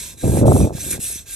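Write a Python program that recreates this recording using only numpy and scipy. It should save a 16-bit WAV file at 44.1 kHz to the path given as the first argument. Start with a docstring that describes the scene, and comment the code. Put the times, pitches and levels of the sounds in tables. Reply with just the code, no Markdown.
"""Diamond stone on a steel knife edge

A diamond stone on a guide rod is pushed and pulled along a clamped steel edge, about four strokes a second.
Random grain impacts drive steel resonances; the level follows a power of hand speed and dies at each turn.
For half a second a low, lumpy rumble, like moving air, buffets the close microphone: shaped noise and bumps.
A faint low-weighted noise lies beneath; frequency-dependent phase and level set the two ports apart."""
import sys
import numpy as np
from scipy import signal
from scipy.fft import rfft, irfft, next_fast_len
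from scipy.io import wavfile
from scipy.ndimage import uniform_filter1d, minimum_filter1d

SR = 44100
rng = np.random.default_rng(int(sys.argv[2]) if len(sys.argv) > 2 else 0)


def inscribe(sig):
    """Save sig as 16-bit PCM at rate SR to the path in sys.argv[1].

    A 1-D sig is mono; a 2-D sig holds one channel per row.
    Samples are clipped to [-1, 1] before scaling.
    """
    pcm = np.round(np.clip(np.atleast_2d(sig).T, -1, 1) * 32767)
    wavfile.write(sys.argv[1], SR, pcm.astype(np.int16))


N = 59535
T = np.arange(N) / SR
SIZE = next_fast_len(N + 8192)  # zero padding leaves room for filter tails
HZ = np.fft.rfftfreq(SIZE, 1 / SR)
EDGE_HZ = 15800  # upper band limit

# resonances of blade, stone and rod:
# (f/Hz, full width at half the lift/Hz, lift on the push/dB, lift on the pull/dB)
STEEL_RESONANCES = [(1618, 130, 15, 4), (2340, 57, 4.5, -4), (2830, 49, 1, -2), (3668, 113, 7, 8.5),
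                    (4085, 254, 9, 9.5), (5440, 320, 2, 4.5), (5930, 51, 6, 10.5), (7580, 340, 3, 2.5),
                    (8035, 94, 3, 14), (9330, 250, -0.5, 7.5), (10500, 240, 1.5, -7), (11250, 164, 0, 7.5)]


def amp(db):
    """Level: converts decibels to an amplitude ratio."""
    return 10 ** (np.asarray(db) / 20)


def unit(x):
    """Normalization: scales a signal to rms 1."""
    return x / np.sqrt(np.mean(x ** 2) + 1e-20)


def read(points):
    """Interpolation: joins a table's values linearly over a logarithmic frequency axis."""
    hz, value = np.transpose(points)
    return np.interp(np.log(HZ + 1), np.log(hz), value)


def shape(x, gain):
    """Linear filtering: multiplies the spectrum by a gain per frequency."""
    spectrum = rfft(x, SIZE)
    return irfft(spectrum * gain, SIZE)[..., :N]


def noise(points):
    """Spectral shaping: gives white noise the tabulated spectrum, at rms 1."""
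    return unit(shape(rng.standard_normal(N), amp(read(points))))


def wander(top_hz):
    """Random modulation: band-limits noise to roughly 10 Hz up to top_hz, at rms 1."""
    low_cut = HZ / (HZ + 10)
    high_cut = 1 / (1 + (HZ / top_hz) ** 2)
    return unit(shape(rng.standard_normal(N), low_cut * high_cut))


def tail(t60):
    """Exponential decay: frequency response of a dense dying ring of energy 1, falling 60 dB in t60 s."""
    ring = rng.standard_normal(N) * amp(-60 * T / t60) * (T > .001)
    return rfft(ring / np.linalg.norm(ring), SIZE)


def grit():
    """Shot noise: diamond grains of uneven size tick across the edge at random instants."""
    grains_per_s, spread_db = 16000, 1.5
    hits = rng.random(N) < grains_per_s / SR
    size = amp(spread_db * np.clip(rng.standard_normal(N), -2, 2))
    return unit(hits * rng.standard_normal(N) * size)


def speed(start, end, fastest, rise):
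    """Reciprocating motion: the hand speeds up from one turn and slows into the next, on a skewed half sine."""
    peak_time = start + np.clip(fastest, .1, .9) * (end - start)
    u = np.interp(T, [start, peak_time, end], [0, .5, 1])
    curve = np.where(u < .5, max(rise, .1), 1)
    moving = (T >= start) & (T < end)
    return abs(np.sin(np.pi * u)) ** curve * moving


def rasp(strokes, lifts_db):
    """Friction noise: grain impacts excite the steel's resonances, louder with a power of sliding speed."""
    # fine hiss of the grit: (f/Hz, relative spectral level/dB)
    hiss_colour = [(1000, -41), (4500, -27.5), (6800, -7), (8000, -1.5), (9900, 3), (11200, 5), (11900, -9),
                   (12700, -9.5), (13200, -52), (15500, -49)]
    # coarse scrape: (f/Hz, relative spectral level/dB)
    scrape_colour = [(200, -2), (700, -8.5), (1150, -13), (2000, -5), (2650, 3), (3000, -10.5), (3300, 1.5),
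                     (4050, -5.5), (4700, -5), (6500, 4), (9000, 1.5), (12500, 0.5), (13300, -23.5)]
    hiss_power, scrape_power = 1.8, 0.72  # exponents of amplitude against relative speed
    turn_db = -54  # faint constant mean of hiss and scrape, which goes on while the hand turns
    steel_db = sum(lift / (1 + (2 * (HZ - row[0]) / row[1]) ** 2)
                   for row, lift in zip(STEEL_RESONANCES, lifts_db))
    hiss = unit(shape(grit(), amp(read(hiss_colour) + steel_db)))
    scrape = unit(shape(grit(), amp(read(scrape_colour) + steel_db)))
    out = amp(turn_db) * (hiss + scrape) / 2
    for start, end, hiss_db, scrape_db, fastest, rise in strokes:
        v = speed(start, end, fastest, rise)
        out += amp(hiss_db) * v ** hiss_power * hiss
        out += amp(scrape_db) * v ** scrape_power * scrape
    return out


def stone():
    """Modulated friction and resonance: both stroke directions chatter, bite and leave the steel ringing."""
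    # strokes away from the hand: (start t/s, end t/s, hiss level/dB, scrape level/dB,
    # share of the stroke at which it is fastest, held to .1-.9, exponent of the rise: low = grabs at once)
    pushes = [(.175, .438, -30.5, -39, 0.76, 0.46), (.725, .985, -28.5, -35.5, 0.7, 0.65),
              (1.255, 1.5, -25, -33.5, 0.98, 0.73)]
    # strokes back toward the hand, same columns
    pulls = [(-.125, .147, -35.5, -32, 0.21, .6), (.455, .695, -30, -37, 0.45, 0.22),
             (.99, 1.232, -26, -33.5, 0.21, 0.89)]
    # the grit bites harder: (centre t/s, 1/e half-length/s, gain/dB)
    bites = [(0.385, 0.014, 2), (0.912, 0.0052, 10), (0.933, 0.013, 4.5), (1.054, 0.0065, 1)]
    chatter_db, chatter_hz = 1.12, 150  # rms unevenness and its upper rate
    ring_t60_s, ring_db = 0.11, -6  # ring level is relative to the direct rasp
    both = rasp(pushes, [row[2] for row in STEEL_RESONANCES])
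    both += rasp(pulls, [row[3] for row in STEEL_RESONANCES])
    bite_db = sum(db * np.exp(-((T - s) / length) ** 2) for s, length, db in bites)
    both = both * amp(bite_db + chatter_db * wander(chatter_hz))
    ringing = 1 + amp(ring_db) * tail(ring_t60_s)
    return shape(both, ringing / np.hypot(1, amp(ring_db)))


def drift(x):
    """Band-wise modulation: as the contact slides, neighbouring bands swell and fade independently."""
    swell_db, swell_hz, band_hz = 2.24, 11.4, 436.7  # rms swell, upper rate, band spacing
    out = np.zeros(N)
    for hz in np.arange(0, EDGE_HZ, band_hz):
        triangle = np.maximum(1 - abs(HZ - hz) / band_hz, 0)
        out += shape(x, triangle) * amp(swell_db * wander(swell_hz))
    return out


def singing():
    """Selective excitation: as the contact slides, the grit briefly drives one band of the steel harder."""
    # (centre t/s, 1/e half-length/s, f/Hz, width at half amplitude/Hz, level/dB)
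    bursts = [(0.061, 0.084, 977, 165, -54), (-0, 0.029, 3720, 1100, -46), (0.223, 0.044, 3950, 320, -46.5),
              (0.387, .025, 2230, 1270, -41.5), (0.635, 0.023, 2460, 219, -41.5),
              (.61, .04, 5990, 260, -38.5), (0.81, 0.013, 6130, 300, -34.5), (0.94, 0.024, 1810, 1150, -40),
              (1.036, 0.026, 2770, 450, -43.5), (1.164, 0.045, 6150, 300, -40),
              (1.185, 0.017, 3460, 520, -44.5)]
    out = np.zeros(N)
    for s, length, hz, width, db in bursts:
        band = unit(shape(grit(), 1 / (1 + (2 * (HZ - hz) / width) ** 4)))
        out += amp(db) * np.exp(-((T - s) / length) ** 2) * band
    return out


def along_stone():
    """Diffuse radiation: the long stone and its echo off the bench reach the two ports incoherently."""
    # sound from along the stone and rod: (f/Hz, level against the contact point/dB)
    spread = [(300, -9), (1200, -4.5), (2500, -4.5), (4500, -3), (7000, -6), (8000, -12), (12000, -13)]
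    echo_t60_s = 0.057
    return np.array([shape(stone(), amp(read(spread)) * tail(echo_t60_s)) for _ in range(2)])


def buffet():
    """Pressure fluctuation: amplitude-modulated low noise makes a deep lumpy rumble with a fluttering top."""
    # strength of the buffeting: (t/s, level/dB)
    strength = [(0, -50.5), (.21, -50), (.243, -14), (.3, -17.5), (.337, -17.5), (.42, -13), (.49, -7.5),
                (.53, -13), (.645, -14.5), (.692, -27.5), (.75, -33.5), (.81, -40.5), (.87, -35),
                (.955, -33), (1.03, -45), (1.35, -63)]
    # deep body: (f/Hz, relative spectral level/dB)
    deep_colour = [(20, -42), (42, -11.5), (70, 3), (115, 3.5), (200, -4.5), (350, -8.5), (600, -26),
                   (1200, -73)]
    # fluttering top: (f/Hz, relative spectral level/dB)
    flutter_colour = [(60, -15), (200, -0.5), (320, -2), (550, -4), (800, -15), (1100, -26.5), (1600, -42),
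                      (3000, -74)]
    flutter_db, lump_hz = -5, 85  # level against the deep body, upper rate of both lumps
    deep_lump_db, flutter_lump_db = 1, 6  # rms, and greatest swing either way
    deep = unit(noise(deep_colour) * amp(deep_lump_db * wander(lump_hz)))
    flutter_lumps = amp(flutter_lump_db * np.tanh(wander(lump_hz)))
    flutter = unit(noise(flutter_colour) * flutter_lumps)
    envelope = amp(np.interp(T, *np.transpose(strength)))
    return envelope * (deep + amp(flutter_db) * flutter)


def bumps():
    """Pressure transient: each low bump is one short swing, the second derivative of a Gaussian, inverted."""
    # (centre t/s, peak level/dB, centre f/Hz)
    swings = [(.237, -14, 398), (0.266, -22, 494), (0.297, -4.5, 135), (0.373, -6.5, 500), (0.423, 0, 247),
              (.458, 1, 454), (.482, -1, 516), (0.5, -1.5, 377), (0.5206, 1, 624), (.565, -7.5, 610),
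              (.605, -14, 640), (.656, -19.5, 470), (.674, -12, 487), (.697, -25, 670), (.707, -15, 517),
              (.727, -30, 610), (.742, -32, 480), (0.752, -16.5, 134.3), (.784, -27, 620), (.98, -26, 500),
              (0.994, -21.5, 157), (1.103, -32, 470), (1.16, -31, 242)]
    out = np.zeros(N)
    for s, db, hz in swings:
        u = (np.pi * hz * (T - s)) ** 2
        out += amp(db) * (1 - 2 * u) * np.exp(-u)
    return out


def background():
    """Stationary noise: a steady, low-weighted floor."""
    # (f/Hz, relative spectral level/dB)
    floor_colour = [(20, -42), (45, -7), (70, -3.5), (130, -17), (300, -33), (1000, -36.5), (3000, -55),
                    (12000, -57), (13500, -64)]
    return amp(-46) * noise(floor_colour)


def scene():
    """Superposition and interchannel difference: near sound is coherent at two close ports, wide sound is not."""
    # phase between the microphone ports: (f/Hz, phase by which left leads/rad)
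    port_phase = [(20, .85), (300, .85), (700, 1.3), (1000, 2.0), (1400, .2), (2400, -.65), (4800, -.45),
                  (7200, -1.45), (8600, .1), (9300, 1.7), (10280, 3.14), (11900, 6), (13000, 7.9)]
    # level between the ports: (f/Hz, left minus right level/dB)
    port_balance = [(40, -3.5), (150, -0.2), (550, -0.4), (1000, -4), (1600, -2.9), (2800, -2), (5000, -4),
                    (7000, -3), (8500, -0.8), (12000, .1)]
    side = np.array([[.5], [-.5]])  # half of each difference goes to either port
    near = drift(stone()) + singing() + buffet() + bumps() + background()
    direct = shape(near, np.exp(1j * side * read(port_phase)))
    return shape(direct + along_stone(), amp(side * read(port_balance)))


def record(dry):
    """Peak limiting and low-pass filtering: a smooth shared gain holds the peaks, then the band is limited."""
    ceiling = .9  # of full scale, ahead of the band limit
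    gain = ceiling / np.maximum(abs(dry).max(0), ceiling)
    held = dry * uniform_filter1d(minimum_filter1d(gain, size=301), size=301)
    lowpass = signal.firwin(511, EDGE_HZ, window=("kaiser", 9), fs=SR)
    return signal.oaconvolve(held, lowpass[None], "same")


dry = scene()
out = record(dry)
inscribe(out)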